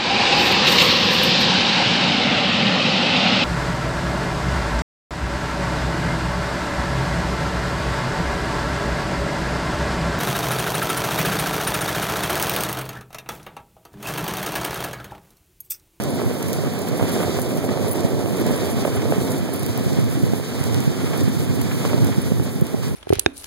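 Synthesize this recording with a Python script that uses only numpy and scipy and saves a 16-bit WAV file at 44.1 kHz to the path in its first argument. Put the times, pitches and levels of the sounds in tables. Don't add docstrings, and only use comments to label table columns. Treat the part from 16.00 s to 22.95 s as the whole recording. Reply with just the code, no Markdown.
import sys
import numpy as np
from scipy.fft import rfft, irfft, next_fast_len
from scipy.io import wavfile
from scipy.ndimage import map_coordinates

SR = 44100
rng = np.random.default_rng(int(sys.argv[2]) if len(sys.argv) > 2 else 0)


def int16_out(signal):
    q = np.round(np.clip(np.atleast_2d(signal).T, -1, 1) * 32767)
    wavfile.write(sys.argv[1], SR, q.astype(np.int16))


N = 306495
PORT_GAP_S = 0.000363


def amp(db):
    return 10 ** (np.asarray(db) / 20)

def unit(x):
    return x / np.sqrt(np.mean(x ** 2) + 1e-20)

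def curve(rows):
    return np.interp(np.arange(N) / SR, *np.transpose(rows))

def wobble(knot_hz):
    knots = rng.standard_normal(int(N * knot_hz / SR) + 4)
    return map_coordinates(knots, [np.arange(N) * knot_hz / SR])

def filtered(x, response):
    n = x.shape[-1]
    padded = next_fast_len(n + 8192)
    return irfft(rfft(x, padded) * response(np.fft.rfftfreq(padded, 1 / SR)), padded)[..., :n]

def coloured(x, spectrum):
    points_hz, db = np.transpose(spectrum)
    return unit(filtered(x, lambda hz: amp(np.interp(np.log(hz + 1), np.log(points_hz), db))))

def delayed(x, seconds):
    return filtered(x, lambda hz: np.exp(-2j * np.pi * hz * seconds))

def from_right(x, lag_s=0.00019, shade_db=2):
    return np.array([delayed(x, lag_s) * amp(-shade_db / 2), x * amp(shade_db / 2)])

def add(track, start_s, sound):
    part = track[..., max(round(start_s * SR), 0):][..., :sound.shape[-1]]
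    part += sound[..., :part.shape[-1]]

def scattered(count, level_db, spread_db):
    return [(u * N / SR, level_db + spread_db * (v - .5)) for u, v in rng.random((count, 2))]

def grains(rate_hz, spread_db):
    size = amp(spread_db * np.clip(rng.standard_normal(N), -2.5, 2.5))
    return unit((rng.random(N) < rate_hz / SR) * size * rng.choice([-1, 1], N))

def grit(rate_hz, spread_db, direct_db):
    diffuse = np.array([grains(rate_hz, spread_db) for port in range(2)])
    direct = grains(rate_hz, spread_db)
    return diffuse + amp(direct_db) * from_right(direct, PORT_GAP_S, shade_db=0)

def thump(hz, cycles):
    age = np.arange(SR // 20) / SR * hz / cycles
    envelope = age ** 2 * np.exp(2 - 2 * age)
    phase = 2 * np.pi * cycles * (age - 1) + rng.normal(0, 0.32)
    return envelope * np.sin(phase) * rng.choice([-1, 1])


# time_s, level_db
HEADWIND = [(0, -24.5), (1.7, -24), (2.5, -21.5), (3.5, -23), (3.9, -18), (4.3, -18), (4.45, -31),
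            (4.6, -20), (5.4, -17), (6.6, -22.5), (6.82, -25), (6.95, -20)]
# frequency_hz, level_db
WIND_SPECTRUM = [(20, -22), (45, -14), (65, -7.5), (90, -1.5), (120, 7), (170, -2), (250, -4.5),
                 (330, -8.5), (450, -13), (650, -25.5), (1200, -37), (4000, -89)]
# peak_s, level_db, pitch_hz
BUFFETS = [(1.024, -10, 135), (1.587, -10, 160), (2.05, -4.5, 159), (2.474, -9, 140), (2.51, -10, 178),
           (3.184, -6, 158), (3.432, -10, 150), (3.865, -7, 126), (3.988, -4.5, 184), (4.236, -4, 155),
           (4.336, -6, 260), (4.614, -9, 135), (4.877, -5.5, 170), (5.042, -15, 139), (5.279, -4, 170),
           (5.369, -10, 145), (5.4, -6, 140), (5.631, -14, 141), (5.945, -5.5, 229), (6.042, -8, 130),
           (6.183, -4, 165), (6.321, -4, 198), (6.402, -6, 125), (6.623, -1.5, 150), (6.7425, -6, 220),
           (6.7475, -8, 268)]

def wind(stride_hz=2.4, tug_at_s=0.19, eddy_hz=160, cycles=0.59, windward_db=4.5):
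    tug = np.cos(2 * np.pi * stride_hz * (np.arange(N) / SR - tug_at_s))
    flow_db = curve(HEADWIND) + 1.5 * tug + 0.69 * wobble(7)
    churn_db = 2.3 * np.array([wobble(25), wobble(25)])
    exposure = amp(churn_db + [[-windward_db], [windward_db]])
    rumble = coloured(rng.standard_normal((2, N)), WIND_SPECTRUM)
    ports = amp(flow_db - 5.5) * unit(exposure * rumble)
    lesser = [(s, flow_db[int(s * SR)] + db, eddy_hz * rng.normal(1, 0.26))
              for s, db in scattered(count=8, level_db=-1, spread_db=1)]
    for s, db, hz in list(BUFFETS) + lesser:
        port = ports[int(rng.random() < .7)]
        add(port, s - cycles / hz, amp(db - 1) * thump(hz, cycles))
        add(port, s, amp(db - 11) * thump(2.1 * hz, cycles))
    return ports


# frequency_hz, level_db
BRIGHT_SPECTRUM = [(2000, -36), (6000, -8.5), (8500, -4), (10700, 0), (12200, -2.5), (13000, -6.5),
                   (14000, -4), (14900, -8), (16000, -8)]
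# frequency_hz, level_db, t60_s
SNAP_MODES = [(10170, 1.5, 0.047), (10680, 2.5, 0.04), (13000, 2, 0.029), (14620, -3, .03),
              (15000, -3, .025)]
# start_s, level_db, pitch_hz
CLINKS = [(0.7882, -23, 15100), (1.209, -35, 14800), (1.3952, -23, 14800), (1.8816, -24, 10700),
          (1.8915, -28, 14700), (1.9121, -21, 11000), (1.9182, -21, 14800), (1.9235, -25, 11500),
          (1.9305, -22, 13000), (1.956, -27, 14800), (2.3976, -26, 13000), (2.411, -27, 13000),
          (2.56, -27, 10600), (2.9594, -30, 10100), (3.5315, -30, 10200), (3.5369, -22, 13000),
          (3.546, -31, 10700), (3.5595, -27, 13000), (3.572, -28, 10200), (3.5932, -27, 10200),
          (4.84, -28, 14800), (5.1736, -23, 13100), (5.233, -28, 14800), (5.551, -32, 14800),
          (6.217, -26, 10300), (6.61, -25, 14800)]

def harness(level_db=-7.5, focus_hz=1100, click_t60_s=0.018, attack_s=0.00044):
    track, t = np.zeros((2, N)), np.arange(SR // 8) / SR
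    jingle = [(s, db, SNAP_MODES[rng.integers(len(SNAP_MODES))][0])
              for s, db in scattered(count=40, level_db=-33, spread_db=8)]
    for s, db, pitch_hz in list(CLINKS) + jingle:
        clink = amp(-60 * t / click_t60_s) * coloured(rng.standard_normal((2, len(t))), BRIGHT_SPECTRUM)
        for hz, mode_db, t60_s in SNAP_MODES:
            weight = amp(mode_db + rng.normal(0, 1.5, (2, 1))) / np.hypot(1, (hz - pitch_hz) / focus_hz)
            chatter = 0.085 * np.cumsum(rng.standard_normal(len(t)))
            phase = 2 * np.pi * (hz * rng.normal(1, 0.0054) * t + rng.random((2, 1)))
            clink += weight * amp(-60 * t / t60_s) * np.sin(phase + chatter)
        add(track, s, amp(db + level_db) * (1 - np.exp(-t / attack_s)) * clink)
    return track * amp([[2.0], [-2.5]])


# start_s, level_db, pitch_hz
CRUMBS = [(0.0213, -26, 9000), (0.0366, -20, 9800), (0.4262, -18, 9100), (0.4833, -22, 10100),
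          (0.5303, -16, 8800), (0.5365, -23, 8000), (0.8173, -27, 10000), (0.8857, -21, 10500),
          (1.0937, -21.5, 9600), (1.4173, -19.5, 9900), (1.5722, -25, 11500), (2.0062, -25, 9000),
          (2.0341, -30, 7400), (2.465, -20, 9000), (2.5772, -25, 9900), (3.3048, -26, 9700),
          (3.3185, -21, 9000), (3.6252, -29, 10400), (3.6315, -21.5, 10400), (3.6628, -19, 9800),
          (3.775, -17, 12500), (3.9303, -24, 6500), (4.0423, -29, 7300), (4.1, -31, 10000),
          (4.6383, -20, 6000), (4.744, -19, 5500), (4.8037, -23, 9800), (5.2073, -24, 7100),
          (5.6151, -19.5, 10300), (6.0455, -19.5, 10900), (6.0687, -23, 9600), (6.6674, -25, 9900),
          (6.8313, -26, 7000), (6.8805, -27, 9500)]

def crumbs(level_db=-0.5, width_hz=8500, t60_s=0.011, attack_s=0.00037):
    track, t = np.zeros((2, N)), np.arange(SR // 15) / SR
    envelope = amp(-60 * t / t60_s) * (1 - np.exp(-t / attack_s))
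    small = [(s, db, 9800 * rng.normal(1, 0.13))
             for s, db in scattered(count=20, level_db=-42, spread_db=15)]
    for s, db, pitch_hz in list(CRUMBS) + small:
        band = lambda hz: 1j * hz * width_hz / (pitch_hz ** 2 - hz ** 2 + 1j * hz * width_hz)
        diffuse = rng.standard_normal((2, len(t)))
        direct = amp(-1) * from_right(rng.standard_normal(len(t)), PORT_GAP_S, shade_db=-3)
        add(track, s, amp(db + level_db) * envelope * unit(filtered(diffuse + direct, band)))
    return track


# time_s, level_db
FRICTION = [(0.0, -43.5), (0.17, -43.5), (0.95, -43.5), (1.16, -40.5), (1.57, -44.5), (1.97, -43),
            (2.26, -45), (2.38, -42), (2.67, -41.5), (3.39, -44), (4.06, -42.5), (4.12, -44), (5.19, -41.5),
            (5.48, -43.5), (5.88, -41), (6.81, -48.5), (6.83, -42), (6.95, -49.5)]

def crackle(level_db=-52.5):
    friction_db = curve(FRICTION)
    ticks = coloured(grit(rate_hz=70, spread_db=1.5, direct_db=2), BRIGHT_SPECTRUM)
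    return amp(level_db + 0.69 * (friction_db - friction_db.mean())) * ticks

def spray(friction_db, level_db=-46):
    powder = coloured(grit(rate_hz=7000, spread_db=6, direct_db=-2.5), BRIGHT_SPECTRUM)
    puffs_db = 1.8 * wobble(10) + 2.56 * wobble(45)
    envelope = amp(level_db + 0.55 * (friction_db - friction_db.mean()) + puffs_db)
    return envelope * powder * amp([[3.3], [-6.5]])


# frequency_hz, level_db
COARSE_SPECTRUM = [(300, -8), (700, 3), (1000, 2.5), (1250, 2.5), (1600, 0.5), (2000, -2.5), (2400, -3),
                   (3200, -5), (4200, -17.5), (8000, -43)]
# time_s, level_db, rise_s
CRUNCHES = [(0.207, -34, .005), (0.873, -30, .003), (1.01, -34, .005), (1.084, -34, .005),
            (1.145, -32, .005), (1.207, -32, .003), (1.231, -26, 0.0048), (1.69, -32, 0.0046),
            (1.954, -30, .003), (2.576, -36, .005), (2.872, -33, 0.0045), (3.019, -30, 0.0037),
            (3.203, -35, .004), (3.968, -26.5, .003), (4.585, -40, .003), (4.7445, -29, .0012),
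            (4.837, -32, .003), (5.132, -26, .005), (5.712, -26, .004), (5.85, -30, .005),
            (5.897, -31, 0.0046), (5.93, -32, 0.0042), (6.12, -28, .005)]

def crunches(level_db=-3):
    envelope, t = np.zeros(N), np.arange(SR // 10) / SR
    for s, db, rise_s in CRUNCHES:
        add(envelope, s - rise_s / 2, amp(db + level_db) * t / rise_s * np.exp(1 - t / rise_s))
    return envelope * coloured(grit(rate_hz=1300, spread_db=5, direct_db=2.5), COARSE_SPECTRUM)


# peak_s, level_db
JOLTS = [(0.326, -21), (1.213, -18), (1.691, -10.5), (2.418, -14), (3.105, -13), (4.176, -14.5),
         (4.211, -20), (5.198, -15), (5.218, -14), (5.295, -17), (5.595, -15), (6.05, -19)]

def jolts(frame_hz=250, cycles=1.8):
    track = np.zeros(N)
    for s, db in JOLTS:
        add(track, s - cycles / frame_hz, amp(db) * thump(frame_hz * rng.normal(1, 0.12), cycles))
    return from_right(track, shade_db=-4)[::-1]


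# time_s, level_db
CRUST = [(0, -29.5), (0.3, -27.5), (0.6, -29.5), (1.2, -28), (1.5, -28), (1.8, -26.5), (2.05, -28.5),
         (2.5, -27), (3.15, -28.5), (3.7, -33), (4.5, -34), (5.15, -31.5), (5.45, -34.5), (5.95, -32),
         (6.75, -36), (6.95, -35.5)]
# start_s, level_db, relative_crack_db, pitch_hz
KNOCKS = [(.1995, -12, -22, 430), (.217, -14, -11, 520), (.312, -11, -34, 397), (.637, -13, -28, 400),
          (.997, -15, -17, 520), (1.011, -11, -16, 517), (1.0255, -10.5, -12, 560), (1.1635, -11, -24, 540),
          (1.2035, -8.5, -18, 417), (1.229, -14.5, -8, 480), (1.236, -12, -17, 418),
          (1.3885, -12.5, -14, 507), (1.691, -17.5, -3, 400), (1.774, -10, -18, 457),
          (1.7852, -15, -22, 450), (1.814, -18, -14, 520), (2.047, -13, -25, 420), (2.259, -12.5, -12, 480),
          (2.578, -24, -4, 600), (2.8502, -13, -7, 596), (2.8527, -3.5, -17, 455), (2.8774, -10, -19, 470),
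          (3.0545, -10, -17, 420), (3.1226, -5, -14, 523), (3.4905, -15, -15, 460), (4.3343, -6, -30, 380),
          (4.398, -18, -22, 520), (4.7293, -16, -26, 420), (5.137, -17, -14, 480), (5.2148, -20, -20, 400),
          (5.851, -14.5, -8, 480), (5.9318, -12.5, -8.5, 500), (5.937, -21, -17, 520),
          (5.979, -16.5, -11, 540), (6.3203, -13, -28, 380), (6.397, -16.5, -12, 462),
          (6.615, -12.5, -28, 317), (6.741, -11.5, -30, 320), (6.7455, -10.5, -30, 330)]

def knocks(level_db=-2.56, cycles=0.57, crack_hz=1250, splinter_t60_s=0.0081):
    track, splinter_envelope = np.zeros(N), np.zeros(N)
    crust_db, t = curve(CRUST), np.arange(SR // 30) / SR
    small = [(s, crust_db[int(s * SR)] + db, -13, 460)
             for s, db in scattered(count=8, level_db=5.5, spread_db=7)]
    for s, db, crack_db, hz in list(KNOCKS) + small:
        add(track, s, amp(db + level_db) * thump(hz * rng.normal(1, 0.044), cycles))
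        add(track, s, amp(db + crack_db + 1) * thump(crack_hz * rng.normal(1, 0.082), cycles))
        add(splinter_envelope, s, amp(db + crack_db - 4 - 60 * t / splinter_t60_s))
    return from_right(track + splinter_envelope * coloured(rng.standard_normal(N), COARSE_SPECTRUM))


# time_s, level_db
RIDGES = [(0, -30.5), (0.15, -26.5), (0.55, -30.5), (1.2, -27), (1.6, -29.0), (2.25, -31), (2.45, -27.5),
          (2.9, -29), (3.1, -26.5), (3.6, -30.5), (4.25, -30.5), (4.45, -32), (4.7, -31.5), (5.25, -30),
          (6.1, -28), (6.6, -31), (6.8, -41), (6.95, -30.5)]
# frequency_hz, level_db
FRAME_SPECTRUM = [(20, -34), (45, -9), (65, -12), (90, 2), (125, 2), (190, -1), (260, 1), (315, -11),
                  (450, -14.5), (900, -52), (2000, -80)]

def frame_boom(load, level_db=7.5):
    vibration = coloured(grains(rate_hz=1100, spread_db=2), FRAME_SPECTRUM)
    boom = amp(curve(RIDGES) + level_db + 1.34 * load) * vibration
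    return from_right(boom, lag_s=0.00015, shade_db=-2.2)[::-1]


# frequency_hz, level_db
HISS_SPECTRUM = [(700, -9.5), (1400, -3.5), (2200, -2), (2800, -8.5), (3600, -0.5), (4200, -1.5),
                 (5100, -3), (6500, -5), (9000, -7.5), (16000, -16)]
# frequency_hz, level_db
GRIND_SPECTRUM = [(120, -45), (250, -5), (350, 3), (450, 0), (560, -4), (700, -7), (830, -15),
                  (1200, -20.5), (2000, -51), (5000, -79)]

def runners():
    friction_db, crust_db = curve(FRICTION), curve(CRUST)
    hardness_db = crust_db - crust_db.mean()
    load = wobble(36)
    boom = frame_boom(load)
    grind_db = crust_db - 0.97 + 0.21 * hardness_db + 0.99 * wobble(12) + 1.45 * load
    crushed = coloured(grains(rate_hz=1200, spread_db=2), GRIND_SPECTRUM)
    grind = from_right(amp(grind_db) * crushed, lag_s=0.00015, shade_db=2.9)
    coarse = coloured(grit(rate_hz=2500, spread_db=4, direct_db=-0.2), COARSE_SPECTRUM)
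    scrape_db = friction_db + 4 + 0.057 * hardness_db + 1.62 * wobble(50)
    scrape = amp(scrape_db) * coarse * amp([[-1.5], [1.5]])
    crystals = coloured(grit(rate_hz=7000, spread_db=3, direct_db=-4), HISS_SPECTRUM)
    hiss = amp(friction_db + 3 + 1.14 * load + 0.79 * wobble(60)) * crystals
    return boom + grind + scrape + hiss + spray(friction_db)


def scene():
    return runners() + knocks() + jolts() + crunches() + crackle() + crumbs() + harness() + wind()

def record(dry, crossfeed=0.98, lean_db=1.7, lean_hz=450, low_cut_hz=46, top_hz=15800):
    wide = dry - crossfeed * delayed(dry[::-1], PORT_GAP_S)
    lean = lambda hz: amp(np.outer([-1, 1], lean_db / (1 + (hz / lean_hz) ** 2)))
    low_cut = lambda hz: hz ** 2 / np.hypot(hz ** 2, low_cut_hz ** 2)
    return filtered(wide, lambda hz: lean(hz) * low_cut(hz) * (hz < top_hz))


dry = scene()
out = record(dry)
int16_out(out)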